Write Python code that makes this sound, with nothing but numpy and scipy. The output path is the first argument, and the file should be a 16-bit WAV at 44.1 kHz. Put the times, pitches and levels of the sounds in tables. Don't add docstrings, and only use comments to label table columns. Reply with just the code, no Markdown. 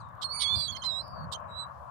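import sys
import numpy as np
from scipy import signal
from scipy.fft import rfft, irfft
from scipy.io import wavfile
from scipy.ndimage import uniform_filter1d

SR = 44100
rng = np.random.default_rng(int(sys.argv[2]) if len(sys.argv) > 2 else 0)


def log_audio(samples):
    frames = np.atleast_2d(samples).T
    limited = np.clip(frames, -1, 1)
    pcm = np.round(limited * 32767).astype(np.int16)
    wavfile.write(sys.argv[1], SR, pcm)


def convert_level_to_amplitude(level_db):
    exponent = np.asarray(level_db, float) / 20
    return 10 ** exponent


N = 83790
T = np.arange(N) / SR
HZ = np.maximum(np.arange(N // 2 + 1) * SR / N, 1)

# (f/Hz, level/dB per Hz)
WASH_LEFT = [(380, -100), (600, -78), (800, -79.5), (1080, -67), (1400, -82.5), (1800, -101.5),
             (2200, -116), (15000, -134)]
WASH_RIGHT = [(400, -99), (570, -83), (1000, -85.5), (1700, -85), (2000, -101.5), (2700, -106),
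              (6000, -114), (15000, -118)]
# (t/s, level/dB)
SWELL = [(0, -51.5), (.3, -47.5), (.7, -51), (1.1, -48.5), (1.3, -45.5), (1.5, -46.5), (1.9, -49.5)]
# (t/s, level/dB)
FIZZ = [(0, -4), (.2, -3.5), (.4, -7), (1.6, -8.5), (1.78, -1.5)]
# (f/Hz, level/dB per Hz)
WIND = [(25, -110), (45, -92), (75, -68.5), (120, -71.5), (180, -75.5), (250, -90), (340, -99), (600, -125)]
# (t/s, level/dB, left minus right/dB)
GUSTS = [(0, -52.5, -1.5), (0.501, -53, -0.5), (0.572, -38.5, 6.5), (.63, -55.5, 0.5), (0.721, -45, 0),
         (.8, -52, 5), (.9, -53, -3), (1.171, -51.5, 1), (1.26, -44, -5), (1.33, -53, -1), (1.9, -56, -3.5)]
# (t/s, peak level/dB, left minus right/dB)
TICKS = [
    (0.0886, -60, -8.5),
    (0.153, -63, -13.5),
    (1.0794, -48.5, -29),
    (1.2405, -59, -26),
    (1.4029, -60.5, -18.5),
    (1.638, -60, -11),
    (1.6666, -63, -15),
]
# (f/Hz, level re right/dB)
SHADE = [(500, 1.5), (1100, 22.5), (2200, -17), (3500, -25), (4400, -44), (7000, -52.5), (9000, -58)]

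# (t/s, f/Hz, level/dB)
LONG_CRY = [(.234, 4340, -52), (.247, 4356, -29.5), (.281, 4210, -51.5), (.315, 4447, -36.5),
            (.35, 4575, -41.5), (.467, 4390, -37.5), (.53, 4260, -39.5), (.659, 4038, -38.5),
            (.686, 3790, -49.5)]
LOW_OPEN = [(.43, 3500, -36.5), (.445, 3480, -30), (.466, 3295, -32), (.505, 3470, -31),
            (.552, 3520, -27.5), (.566, 3624, -46.5)]
HIGH_HOLD = [(.555, 4684, -35.5), (.59, 4727, -38.5), (.602, 4560, -34), (.645, 4656, -40),
             (.657, 4515, -39.5), (.685, 4400, -47)]
DIP_CRY = [(.845, 4030, -39.5), (.865, 4150, -33), (.899, 3940, -33), (.93, 3777, -37), (.981, 3900, -36),
           (1.013, 4085, -38.5), (1.024, 4270, -61)]
FAR_ARCH = [(.865, 4890, -59), (.93, 5160, -59.5), (.99, 5204, -62.5), (1.06, 5120, -65), (1.13, 5040, -76)]
LAST_CRY = [(1.48, 3930, -81), (1.51, 3850, -58.5), (1.6, 3990, -38.5), (1.64, 3940, -46.5),
            (1.672, 3920, -75), (1.7, 4180, -88.5)]
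FADING_CRY = [(0, 4900, -64), (.012, 4070, -69), (.05, 3750, -75), (.115, 3620, -83)]
# (t/s, f/Hz, level/dB)
DIP_LEAPS = [
    [(1.02, 4680, -60.5), (1.14, 4703, -63.5), (1.19, 4520, -60.5), (1.25, 4460, -62), (1.27, 4600, -93)],
]
# (start t/s, length/s, first f/Hz, last f/Hz,
# level/dB)
LOW_FLIPS = [
    (.678, 0.038, 3329, 3410, -34.5),
    (.746, .03, 3180, 3112, -41),
    (.818, .02, 3210, 3020, -40.5),
    (1.341, 0.024, 3160, 3084, -42),
]
HIGH_FLIPS = [
    (.716, 0.031, 4560, 4190, -41.5),
    (.764, 0.026, 4260, 4520, -47),
    (.786, .034, 4370, 4166, -51.5),
]
HOARSE_FLIPS = [
    (.834, .038, 3090, 3130, -50),
    (.76, .018, 3140, 3170, -55),
]
# (count = whistle cycles per undertone cycle, 2nd and 3rd harmonic/dB, roughness/dB,
# undertones/dB, undertone span t/s)
LONG_VOICE = dict(count=2, h2_db=-18, h3_db=-38.5, rough_db=-37.5, sub_db=-10.5, span=(0.37, 0.47))
LOW_VOICE = dict(count=3, h2_db=-29.5, h3_db=-39.5, rough_db=-45.5, sub_db=-30.5)
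HIGH_VOICE = dict(count=4, h2_db=-19, h3_db=-29, rough_db=-25, sub_db=-22)
FLIP_VOICE = dict(count=3, h2_db=-11.5, h3_db=-25.5, rough_db=-50.5, sub_db=-26.5)
DIP_VOICE = dict(count=2, h2_db=-26, h3_db=-52.5, rough_db=-34.5)
LEAP_VOICE = dict(count=2, h2_db=-27.5, h3_db=-22.5, rough_db=-17.5, sub_db=-5, span=(0.92, 1))
HOARSE_VOICE = dict(count=3, h2_db=-8.5, h3_db=-19, rough_db=-12, sub_db=1.5)
LAST_VOICE = dict(count=2, h2_db=-19, h3_db=-62, rough_db=-42)
FADING_VOICE = dict(count=2, h2_db=-18, h3_db=-36, rough_db=-9, sub_db=-5.5)
# (f/Hz, level/dB)
THROAT = [(1100, -29), (2200, -7), (3500, 8.5), (5500, -6.5), (6800, -9.5), (9000, -21), (15000, -31.5)]
# (start t/s, length/s, level/dB, pulse rate f/Hz, brightness/dB)
RASPS = [
    (0.211, 0.025, -39.5, 680, -12.5),
    (0.391, 0.043, -33.5, 480, -29.5),
    (0.827, 0.022, -46.5, 600, -23),
    (1.314, 0.024, -41, 750, -6.5),
]
# (f/Hz, width/Hz, level/dB)
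RASP_THROAT = [(3153, 400, 4.5), (3917, 890, 7), (5620, 930, -8), (2210, 380, -14.5)]
RASP_BEAK = [(7790, 1850, 4.5), (10200, 980, -26.5), (13000, 8900, -12)]


def shape(table, hz):
    f, db = np.array(table, float).T
    return np.interp(np.log(hz), np.log(f), db)


def envelope(table, column=1):
    points = np.array(table).T
    return np.interp(T, points[0], points[column])


def colour(x, db):
    return irfft(rfft(x) * convert_level_to_amplitude(db), N)


def walk(rate, n=N):
    hold = int(SR / rate)
    steps = np.repeat(rng.standard_normal(n // hold + 1), hold)
    return 1.7 * uniform_filter1d(uniform_filter1d(steps, hold), hold)[:n]


def decay(n, t60_s):
    return np.exp(-np.log(1000) * np.arange(n) / SR / t60_s)


def noise_pair(left, right, likeness, flicker_db, rate, bands, fizz_db=0):
    shared, *own = rng.standard_normal((3, N))
    noise = np.sqrt(likeness) * shared + np.sqrt(1 - likeness) * np.array(own)
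    spectrum = rfft(noise) * convert_level_to_amplitude([shape(left, HZ), shape(right, HZ)]) * np.sqrt(SR / 2)
    half_octave = 2 * np.log2(HZ / 20)
    out = np.zeros((2, N))
    for k in bands:
        band = irfft(spectrum * np.clip(1 - abs(half_octave - k), 0, 1), N)
        lift_db = fizz_db if k > 14 else 0
        out += band * convert_level_to_amplitude(flicker_db * walk(rate) + lift_db)
    return out


def distant_wash():
    wash = noise_pair(WASH_LEFT, WASH_RIGHT, likeness=0.11, flicker_db=2.0, rate=12.29,
                      bands=range(7, 20), fizz_db=envelope(FIZZ))
    return wash * convert_level_to_amplitude(envelope(SWELL) + 50)


def wind():
    rumble = noise_pair(WIND, WIND, likeness=0.3, flicker_db=1.8, rate=10.76, bands=range(11))
    gust_db = envelope(GUSTS) + 53.5
    pan_db = envelope(GUSTS, 2) / 2
    return rumble * convert_level_to_amplitude([gust_db + pan_db, gust_db - pan_db])


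def ticks():
    out = np.zeros((2, N))
    n = 600
    for start, db, pan_db in TICKS:
        i = int(start * SR)
        click = rng.standard_normal(n) * decay(n, t60_s=0.012)
        out[:, i:i + n] += convert_level_to_amplitude(db - 0.5) * click * convert_level_to_amplitude([[pan_db], [0]])
    return signal.sosfilt(signal.butter(2, 3500, "high", fs=SR, output="sos"), out)


def resonate(pulses, table):
    out = np.zeros(N)
    for k, (hz, width, db) in enumerate(table):
        rung = pulses
        for bandwidth in (width, 2 * width):
            rung = signal.lfilter(*signal.iirpeak(hz, hz / bandwidth, fs=SR), rung)
        out += (-1) ** k * convert_level_to_amplitude(db) * rung
    return out


def rasp(start, length, db, rate, bright_db):
    jitter, scatter = rng.standard_normal((80, 2)).T
    gaps = np.exp(0.09 * jitter - 0.008 * np.arange(80)) / rate
    at = start + np.cumsum(gaps)
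    rise = np.clip((at - start) / (0.73 * length), 0, 1) ** 1.2
    fall = np.exp(-np.clip(at - start - length, 0, 1) / 0.0041)
    pulses = np.zeros(N)
    pulses[(at * SR).astype(int)] = rise * fall * convert_level_to_amplitude(2.5 * scatter)
    throat = resonate(pulses, RASP_THROAT)
    beak = resonate(pulses, RASP_BEAK)
    throat_rms = np.sqrt(np.sum(throat ** 2) / (length * SR))
    return convert_level_to_amplitude(db) * (throat + convert_level_to_amplitude(bright_db) * beak) / throat_rms


def whistle(table, count, h2_db, h3_db, rough_db, sub_db=-60, span=(0, 2)):
    t, pitch, level = np.array(table, float).T
    a, b = int(t[0] * SR), int(t[-1] * SR)
    n, now = b - a, T[a:b]
    hz, db = (uniform_filter1d(np.interp(now, t, y), size=min(n // 8, 500), mode="nearest")
              for y in (pitch, level))
    phase = 2 * np.pi * np.cumsum(hz * (1 + 0.0029 * walk(150, n))) / SR
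    tone = np.sin(phase)
    tone += convert_level_to_amplitude(h2_db + 3.9 * walk(30, n)) * np.sin(2 * phase)
    tone += convert_level_to_amplitude(h3_db + 1.7 * walk(40, n)) * np.sin(3 * phase)
    gate = np.clip(np.minimum(now - span[0], span[1] - now) / 0.047 + 1, 0, 1)
    for k in range(1, 4 * count):
        if k % count and k * hz.max() / count < 0.45 * SR:
            waver = convert_level_to_amplitude(3 * walk(45, n)) * (1 + 0.35 * walk(700, n))
            throat = convert_level_to_amplitude(sub_db + shape(THROAT, k * hz / count))
            tone += gate * waver * throat * np.sin(k * phase / count + k * k)
    edge = np.clip(np.minimum(now - T[a], T[b] - now) / 0.0037, 0, 1)
    breath = 1 + convert_level_to_amplitude(rough_db) * walk(1400, n)
    out = np.zeros(N)
    out[a:b] = np.sqrt(2) * convert_level_to_amplitude(db) * edge * tone * breath
    return out


def note(start, length, first_hz, last_hz, db):
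    return [(start + s * length, first_hz + s * (last_hz - first_hz), db - 5 * fade)
            for s, fade in ((0, 1), (0.3, 0.27), (1, 0.83))]


def gulls():
    cries = [(LONG_CRY, LONG_VOICE), (LOW_OPEN, LOW_VOICE), (HIGH_HOLD, HIGH_VOICE), (DIP_CRY, DIP_VOICE),
             (DIP_LEAPS[0], LEAP_VOICE), (FAR_ARCH, DIP_VOICE), (LAST_CRY, LAST_VOICE),
             (FADING_CRY, FADING_VOICE)]
    flips = [(LOW_FLIPS, FLIP_VOICE), (HIGH_FLIPS, HIGH_VOICE), (HOARSE_FLIPS, HOARSE_VOICE)]
    for table, voice in flips:
        cries += [(note(*row), voice) for row in table]
    whistles = sum(whistle(cry, **voice) for cry, voice in cries)
    return 2 * (whistles + sum(rasp(*row) for row in RASPS))


def ground_echo(birds):
    tail = rng.standard_normal(8000) * decay(8000, t60_s=0.13)
    tail /= np.sqrt(np.sum(tail ** 2))
    return convert_level_to_amplitude(-20.5) * signal.fftconvolve(birds, tail)[:N]


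def scene():
    background = distant_wash() + wind() + ticks()
    birds = gulls()
    birds = birds + ground_echo(birds)
    return background + np.array([colour(birds, shape(SHADE, HZ)), birds])


def roll_off(x):
    return signal.sosfilt(signal.butter(12, 15720, fs=SR, output="sos"), x)


def record(dry):
    return roll_off(dry)


dry = scene()
out = record(dry)
log_audio(out)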